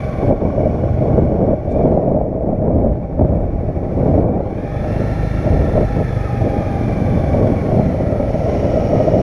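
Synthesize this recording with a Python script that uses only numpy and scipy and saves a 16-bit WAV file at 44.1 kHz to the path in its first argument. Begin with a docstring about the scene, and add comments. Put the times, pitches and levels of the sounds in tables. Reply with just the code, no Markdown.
"""A single-cylinder motorcycle rolls through a car park, heard from the rider's helmet.
From the start, gusts buffet the helmet and boom in its shell over exhaust beats, clatter and gear whine.
At 0.3 s the engine sound ducks suddenly after a loud wind slap.
The bike coasts, drops a gear at 1.7 s, idles with the clutch in and pulls away just after 4 s.
From 6 s it slows again, and after 8 s the brake pads rub on the disc."""
import sys
import numpy as np
from scipy import signal
from scipy.fft import rfft, irfft, next_fast_len
from scipy.io import wavfile
from scipy.ndimage import uniform_filter1d, minimum_filter1d, map_coordinates

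SR = 44100
rng = np.random.default_rng(int(sys.argv[2]) if len(sys.argv) > 2 else 0)


def persist_wave(psi):
    """Save psi, clipped to +-1, as 16-bit WAV."""
    counts = np.round(np.clip(psi, -1, 1) * 32767).astype(np.int16)
    wavfile.write(sys.argv[1], SR, np.atleast_2d(counts).T)


N = 406602

# Drive laws: level/dB coasting at cruise, dB added per doubling of speed, dB added at full load
PUFF_LAW, DRONE_LAW = (-32.5, 0, 4.6), (-32.5, 16, 7.4)
# Tone of the exhaust pipe: f/Hz, relative level/dB
PIPE_EQ = [(15, -33), (50, -3), (75, -2.5), (120, 0.5), (170, -5), (400, -26.5), (2500, -87)]
# Silencer resonances: f/Hz, half width/Hz, relative level/dB
SILENCER_MODES = [(52.3, 3.9, -0.5), (100, 15, -3), (123.4, 4.8, -3), (163, 17, -6.5)]


def exhaust(cycle, speed, load, scatter_db, waver_db, jitter):
    """One uneven puff per firing; each low order booms as it sweeps through a silencer resonance."""
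    firings = np.flatnonzero(np.diff(np.floor(cycle + jitter * wobble(22))))
    puffs = np.zeros(N)
    puffs[firings] = amp(scatter_db * rng.standard_normal(len(firings)))
    drone = np.zeros(N)
    for order in range(2, 8):
        boom = sum(amp(db) * resonance(order * speed, hz, width) for hz, width, db in SILENCER_MODES)
        waver = amp(waver_db * wobble(7.6))
        drone += boom * waver * np.sin(2 * np.pi * (order * cycle + rng.random()))
    beats = drive(PUFF_LAW, speed, load) * coloured(puffs, PIPE_EQ)
    return beats + drive(DRONE_LAW, speed, load) * drone


CLATTER_LAW, HISS_LAW = (-48.5, 8, 8.9), (-63.5, 10.4, 10.3)
# Midrange body of the engine casing: f/Hz, relative level/dB
CASING_EQ = [(150, -32.5), (400, -8.5), (620, 3.5), (875, -4.5), (1400, -5.5), (2100, -4.5), (2280, -2),
             (2600, -14), (3200, -25), (6000, -58)]
# Top-end fizz of the moving parts: f/Hz, relative level/dB
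HISS_EQ = [(1800, -24.5), (2900, -1), (3550, 2.5), (3850, -4.5), (4200, 1), (4950, -3.5), (5550, 1),
           (5900, -3), (6350, -3), (6800, -9.5), (8100, -17), (9400, -9), (10600, -9), (15000, -26.5)]


def clatter(cycle, speed, load, firing_depth, crank_depth):
    """Valves, piston and chain rattle the casing, swelling at each firing and each crank turn."""
    swell = 1 + firing_depth * np.cos(2 * np.pi * cycle) + crank_depth * np.cos(4 * np.pi * cycle)
    body = coloured(noise() * swell, CASING_EQ)
    fizz = coloured(noise() * np.sqrt(np.abs(swell)), HISS_EQ)
    return drive(CLATTER_LAW, speed, load) * body + drive(HISS_LAW, speed, load) * fizz


# Fader for the loose rattle, loudest at the start, until the sound ducks at 0.3 s: t/s, level/dB
RATTLE_FADER = [(0, -40), (.28, -42), (.36, -45), (1.1, -47.5), (2.2, -62), (3.1, -53.5), (4.3, -51.5),
                (5, -50), (7.1, -53.5), (7.9, -59.5)]
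# Casing modes that the rattle rings: f/Hz, half width/Hz, relative level/dB
RATTLE_MODES = [(1103, 75, 2.5), (1514, 79, -7), (2310, 65, -3.5), (3580, 110, -23)]


def rattle(cycle, lead, decay, scatter_db):
    """Loose parts chatter ahead of each firing and ring the casing; lead and decay are cycle shares."""
    bursts = np.exp(-((cycle + lead) % 1) / decay)
    chatter = noise() * bursts * amp(scatter_db * wobble(20))
    hz = np.geomspace(500, 9000, 400)
    ring = sum(amp(db) * resonance(hz, centre, width) for centre, width, db in RATTLE_MODES)
    ring_eq = np.column_stack([hz, 20 * np.log10(ring)])
    return amp(curve(RATTLE_FADER)) * coloured(chatter, ring_eq)


# Fader for the engine's hollow ring: t/s, level/dB
HOLLOW_FADER = [(0, -41.5), (2.9, -41.5), (5.1, -36), (5.35, -41), (6.1, -37), (6.6, -34), (7.8, -38),
                (9.22, -41)]


def hollow_ring(cycle, centre_hz, half_width_hz, firing_depth):
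    """A hollow ring at one pitch, stirred by every firing; it carries on at idle."""
    stir = noise() * (1 + firing_depth * np.cos(2 * np.pi * cycle))
    ring = bandpass(stir, centre_hz - half_width_hz, centre_hz + half_width_hz)
    return amp(curve(HOLLOW_FADER)) * unit(ring)


GEARBOX_LAW, PRIMARY_LAW = (-51.5, 17, 7.5), (-47.5, 15, 5.7)
# Gearbox partials: multiple of the firing rate, relative level/dB
GEARBOX_ORDERS = [(52, 0), (104, 1.5), (158, -2), (209, -2.5)]
# Primary gear partials: multiple of the firing rate, relative level/dB
PRIMARY_ORDERS = [(34, -1.5), (36, -8), (65, -7), (69.5, 0), (74, -4), (139, -2)]
# Ringing tone of the engine covers: f/Hz, relative level/dB
COVERS_EQ = [(700, -3.5), (795, 18), (880, -3), (1010, -2), (1110, 7), (1190, 2), (1360, 4), (1470, -4),
             (1820, 4), (2100, -8), (2330, 5), (2650, -14), (2725, -6.5), (2810, -16), (3600, -8),
             (3880, -21.5), (4090, -9), (4300, -19.5)]


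def gear_whine(cycle, speed, orders, backlash, waver_db=1.8):
    """Meshing teeth whine through the engine covers, roughened by backlash."""
    # the crank lurches each turn and wanders, smearing the high orders most, and more at speed
    lurch = .0018 * (speed / CRUISE_RATE) ** 2
    angle = cycle + lurch * (np.sin(4 * np.pi * cycle) + wobble(35) / 2)
    whine = np.zeros(N)
    for order, db in orders:
        phase = 2 * np.pi * order * angle
        gain = amp(db + waver_db * wobble(8))
        grit = wobble(130) * np.sin(phase) + wobble(130) * np.cos(phase)
        whine += gain * (np.sin(phase) + backlash * grit)
    return coloured(whine, COVERS_EQ)


# Gusts on the helmet: start t/s, length/s, level/dB
GUSTS = [(0.188, 0.17, -18.5), (0.271, 0.071, -17), (0.412, 0.075, -16.5), (0.499, 0.39, -20.5),
         (0.628, 0.051, -16), (0.971, 0.32, -17), (1.298, 0.18, -15.5), (1.468, .074, -15),
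         (1.687, 0.58, -20.5), (1.776, .24, -16), (2.066, .12, -18.5), (2.31, 0.36, -23),
         (2.614, 0.31, -17.5), (3.194, 0.3, -22), (3.504, 0.47, -30.5), (3.933, 0.49, -17.5),
         (4.145, 0.14, -18), (4.804, 0.33, -23), (5.416, 0.3, -17), (5.738, 0.1, -13), (5.954, .07, -15.5),
         (6.377, 0.26, -21), (6.696, 1.9, -23), (7.325, 0.18, -17), (7.712, 0.083, -15.5),
         (8.42, 0.93, -20.5), (8.852, 0.42, -21.5)]


def gusts(calm_db):
    """Envelope of overlapping gusts over light, steady buffeting."""
    power = np.full(N, amp(calm_db) ** 2)
    for start, length, db in GUSTS:
        span, shape = gate(start, length, rise=.3, fall=.37)
        power[span] += (amp(db) * shape) ** 2
    return np.sqrt(power)


# The hardest slaps of air: t/s, envelope peak level/dB
SLAPS = [(0.307, -4.5), (0.417, -12.5), (0.45, -7), (1.179, -2.5), (1.853, -9.5), (1.975, -12),
         (2.211, -10.5), (2.677, -8), (2.755, -12.5), (2.862, -12), (3.193, -8.5), (3.21, -5.5),
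         (3.248, -6), (4.059, -5.5), (4.179, -7.5), (7.411, -6.5), (7.455, -11), (7.795, -10),
         (8.198, -9.5), (8.645, -13.5), (9.135, -11.5)]


def slaps(attack_s, decay_s):
    """Envelope of air slaps that land at once and die away."""
    envelope = np.zeros(N + SR)
    near = np.arange(-SR // 10, SR // 10)
    shape = np.exp(np.minimum(near / SR / attack_s, -near / SR / decay_s))
    for s, db in SLAPS:
        envelope[round(s * SR) + near] += amp(db) * shape
    return envelope[:N]


# Bass-heavy tone of the buffeting: f/Hz, relative level/dB
BUFFET_EQ = [(40, -8), (90, -2.5), (190, -0.55), (280, -2.5), (400, -6.5), (600, -7), (830, -21),
             (1400, -41), (2200, -53), (4000, -82.5)]
# Boxy tone of the helmet shell: f/Hz, relative level/dB
SHELL_EQ = [(200, -34), (420, -9.5), (520, -4.5), (575, -3), (618, 1), (680, -6), (850, -21.5), (1300, -49),
            (3000, -86.5)]
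# Fader for the shell's boom: t/s, level/dB against the buffeting
BOOM_FADER = [(0, -5.5), (1.2, -7), (2.15, -2.5), (3, -7), (4, -9), (7, -7), (8.2, -3.5), (9, -0.5)]


def helmet_wind(eddy_db, flutter_db):
    """Eddies break off the helmet in quick lumps and boom in its shell; the hardest ones slap it."""
    eddies = amp(eddy_db * wobble(190) + flutter_db * wobble(32))
    force = np.hypot(gusts(calm_db=-25.5) * eddies, slaps(attack_s=.0014, decay_s=.0073))
    buffet = coloured(noise() * force, BUFFET_EQ)
    boom = amp(curve(BOOM_FADER)) * coloured(noise() * force, SHELL_EQ)
    return np.sqrt(np.mean(force ** 2)) * (buffet + boom)


# Low end of the steady draught: f/Hz, relative level/dB
DRAUGHT_EQ = [(10, -20.5), (25, -4), (50, -3.5), (90, 0.5), (150, -8), (800, -83.5)]
# Swells of deep wind: start t/s, length/s, level/dB, centre f/Hz
SWELLS = [(0.238, .12, -19.5, 49.2), (0.699, 0.66, -19.5, 77.6), (2.699, 0.3, -19, 74),
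          (3.165, .2, -17, 73), (3.347, .45, -22, 48.3), (3.948, .35, -18.5, 89), (5.424, .45, -17.5, 56),
          (6.817, .4, -18, 111), (7.216, 0.29, -19, 67.5), (7.306, 0.9, -21.5, 148),
          (7.725, .2, -18.5, 102), (8.945, .2, -21, 98)]


def wind_rumble(draught_db, band_ratio):
    """A bed of deep draught, and swells of wind that each rumble at their own pitch."""
    out = amp(draught_db) * coloured(noise(), DRAUGHT_EQ)
    for start, length, db, hz in SWELLS:
        span, shape = gate(start, length, rise=.43, fall=.43)
        band = bandpass(rng.standard_normal(N // 2), hz / band_ratio, hz * band_ratio)
        out[span] += amp(db) * shape * unit(band[:len(shape)])
    return out


# Fader for the pads pressing on the disc: t/s, level/dB
BRAKE_FADER = [(.25, -76), (.45, -58.5), (1.1, -63.5), (1.9, -70), (2.3, -78.5), (8.1, -75), (8.3, -53.5),
               (8.55, -46.5), (9.22, -47)]
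# Bright ring of the brake disc: f/Hz, relative level/dB
DISC_EQ = [(1200, -23), (2200, 8.5), (2750, -0.5), (2920, 10), (3100, -2), (3700, -6.5), (5300, -3),
           (5570, 7), (5850, -5), (6400, -5), (7500, -21), (12000, -31)]


def brake():
    """The pads rub lightly on the disc as the bike slows."""
    return amp(curve(BRAKE_FADER)) * coloured(noise(), DISC_EQ)


# Gear lever clicks: peak t/s, level/dB, centre f/Hz, half width/Hz, half length/s
LEVER_CLICKS = [(1.718, -55, 1000, 8000, .014), (3.356, -67, 10500, 3000, .005)]


def gear_lever():
    """Short metallic scrapes of the gear lever and its linkage."""
    t, hz = np.arange(N) / SR, np.fft.rfftfreq(N, 1 / SR)
    out = np.zeros(N)
    for s, db, centre_hz, half_width_hz, half_length in LEVER_CLICKS:
        band = np.exp(-((hz - centre_hz) / half_width_hz) ** 2)
        scrape = unit(irfft(rfft(noise()) * band, N))
        out += amp(db) * scrape * np.exp(-((t - s) / half_length) ** 2)
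    return out


CRUISE_RATE = 21  # firings per second


def drive(law, speed, load):
    """Gain of an engine layer at this speed and load."""
    coasting_db, doubling_db, load_db = law
    return amp(coasting_db + doubling_db * np.log2(speed / CRUISE_RATE) + load_db * load)


def amp(db):
    """Decibels to gain."""
    return 10 ** (np.asarray(db) / 20)


def unit(x):
    """Scale to rms 1."""
    return x / np.sqrt(np.mean(x ** 2) + 1e-20)


def noise():
    """Fresh white noise."""
    return rng.standard_normal(N)


def curve(rows):
    """Join (time, value) breakpoints, one value per sample."""
    return np.interp(np.arange(N) / SR, *np.transpose(rows))


def wobble(rate):
    """Smooth random modulation, rate knots a second."""
    coarse = np.arange(0, N + 32, 32)
    knots = rng.standard_normal(int(N * rate / SR) + 4)
    bends = map_coordinates(knots, [coarse * rate / SR])
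    return unit(np.interp(np.arange(N), coarse, bends))


def gate(start, length, rise, fall):
    """Samples covered and their envelope; rise and fall are shares of the length."""
    first, last = int((start - length / 2) * SR), int((start + 1.5 * length) * SR)
    span = np.arange(max(0, first), min(N, last))
    progress = (span / SR - start) / length
    return span, np.clip(.5 + progress / rise, 0, 1) * np.clip(.5 + (1 - progress) / fall, 0, 1)


def resonance(x, centre, half_width):
    """A peak of height 1 at the centre."""
    return 1 / (1 + ((x - centre) / half_width) ** 2)


def bandpass(x, low_hz, high_hz):
    """Keep one band, with gentle slopes."""
    return signal.sosfilt(signal.butter(2, [low_hz, high_hz], "bandpass", fs=SR, output="sos"), x)


def coloured(x, eq):
    """Pass x through a body with this EQ curve; rms 1."""
    size = 2 * next_fast_len(N // 2 + 8192)
    hz, db = np.transpose(eq)
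    gain = amp(np.interp(np.log(np.fft.rfftfreq(size, 1 / SR) + 1), np.log(hz), db))
    # minimum phase: the body rings only after it is struck
    cepstrum = irfft(np.log(gain))
    cepstrum[1:size // 2] *= 2
    cepstrum[size // 2 + 1:] = 0
    return unit(irfft(rfft(x, size) * np.exp(rfft(cepstrum)))[:N])


# Engine revs: t/s, firing rate f/Hz
ENGINE_SPEED = [(0, 21.9), (.35, 21.1), (1.5, 21), (1.8, 22.8), (2.2, 14.5), (2.7, 12.7), (3.8, 12.4),
                (4.2, 13.8), (4.6, 23.4), (4.95, 25.9), (5.55, 26.2), (6, 25), (7.6, 21.1), (7.9, 19.3),
                (8.2, 18.3), (8.5, 19.8), (8.8, 18.3), (9.22, 18)]
# Engine loudness, following the pull and ducking abruptly twice after loud wind peaks:
# t/s, load (0 = coasting level, about 1 = pulling level)
ENGINE_LOUDNESS = [(0, 0.83), (.3, 0.7), (.33, -0.023), (1.05, 0.26), (1.6, -0.41), (1.8, -0.066),
                   (2.2, -0.34), (3.4, 0.29), (4.05, 0.93), (4.21, .8), (4.24, -0.19), (4.6, 0.22),
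                   (4.95, 0.83), (5.9, 0.81), (7.3, 1.03), (8.25, 1.08), (9.22, 1.13)]


def scene():
    """Speed and load drive exhaust, clatter and gears; wind blows over all of it."""
    speed, load = curve(ENGINE_SPEED), curve(ENGINE_LOUDNESS)
    cycle = np.cumsum(speed) / SR  # one firing and two crank turns per cycle
    engine = exhaust(cycle, speed, load, scatter_db=2, waver_db=1.5, jitter=.015)
    engine += clatter(cycle, speed, load, firing_depth=.14, crank_depth=.098)
    engine += rattle(cycle, lead=.33, decay=.42, scatter_db=1)
    engine += hollow_ring(cycle, centre_hz=795, half_width_hz=24, firing_depth=.3)
    gearbox = gear_whine(cycle, speed, GEARBOX_ORDERS, backlash=.7)
    primary = gear_whine(cycle, speed, PRIMARY_ORDERS, backlash=.4)
    primary *= amp(2.7 * resonance(speed, centre=18.2, half_width=.37))  # sings at one low speed
    engine += drive(GEARBOX_LAW, speed, load) * gearbox + drive(PRIMARY_LAW, speed, load) * primary
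    air = helmet_wind(eddy_db=2.1, flutter_db=.82) + wind_rumble(draught_db=-27, band_ratio=1.605)
    return (engine + brake() + gear_lever() + air)[None]


def record(dry):
    """Master chain: a limiter rounds off the highest peaks, the ends fade, the extreme top is cut."""
    ceiling, fade_s, top_hz = .87, .004, 15150
    needed = np.minimum(1, ceiling / (np.abs(dry) + 1e-9))
    gain = uniform_filter1d(minimum_filter1d(needed, size=601), size=601)
    fade = np.minimum(1, np.minimum(np.arange(N), np.arange(N)[::-1]) / (fade_s * SR))
    return irfft(rfft(dry * gain * fade) * (np.fft.rfftfreq(N, 1 / SR) < top_hz), N)


dry = scene()
out = record(dry)
persist_wave(out)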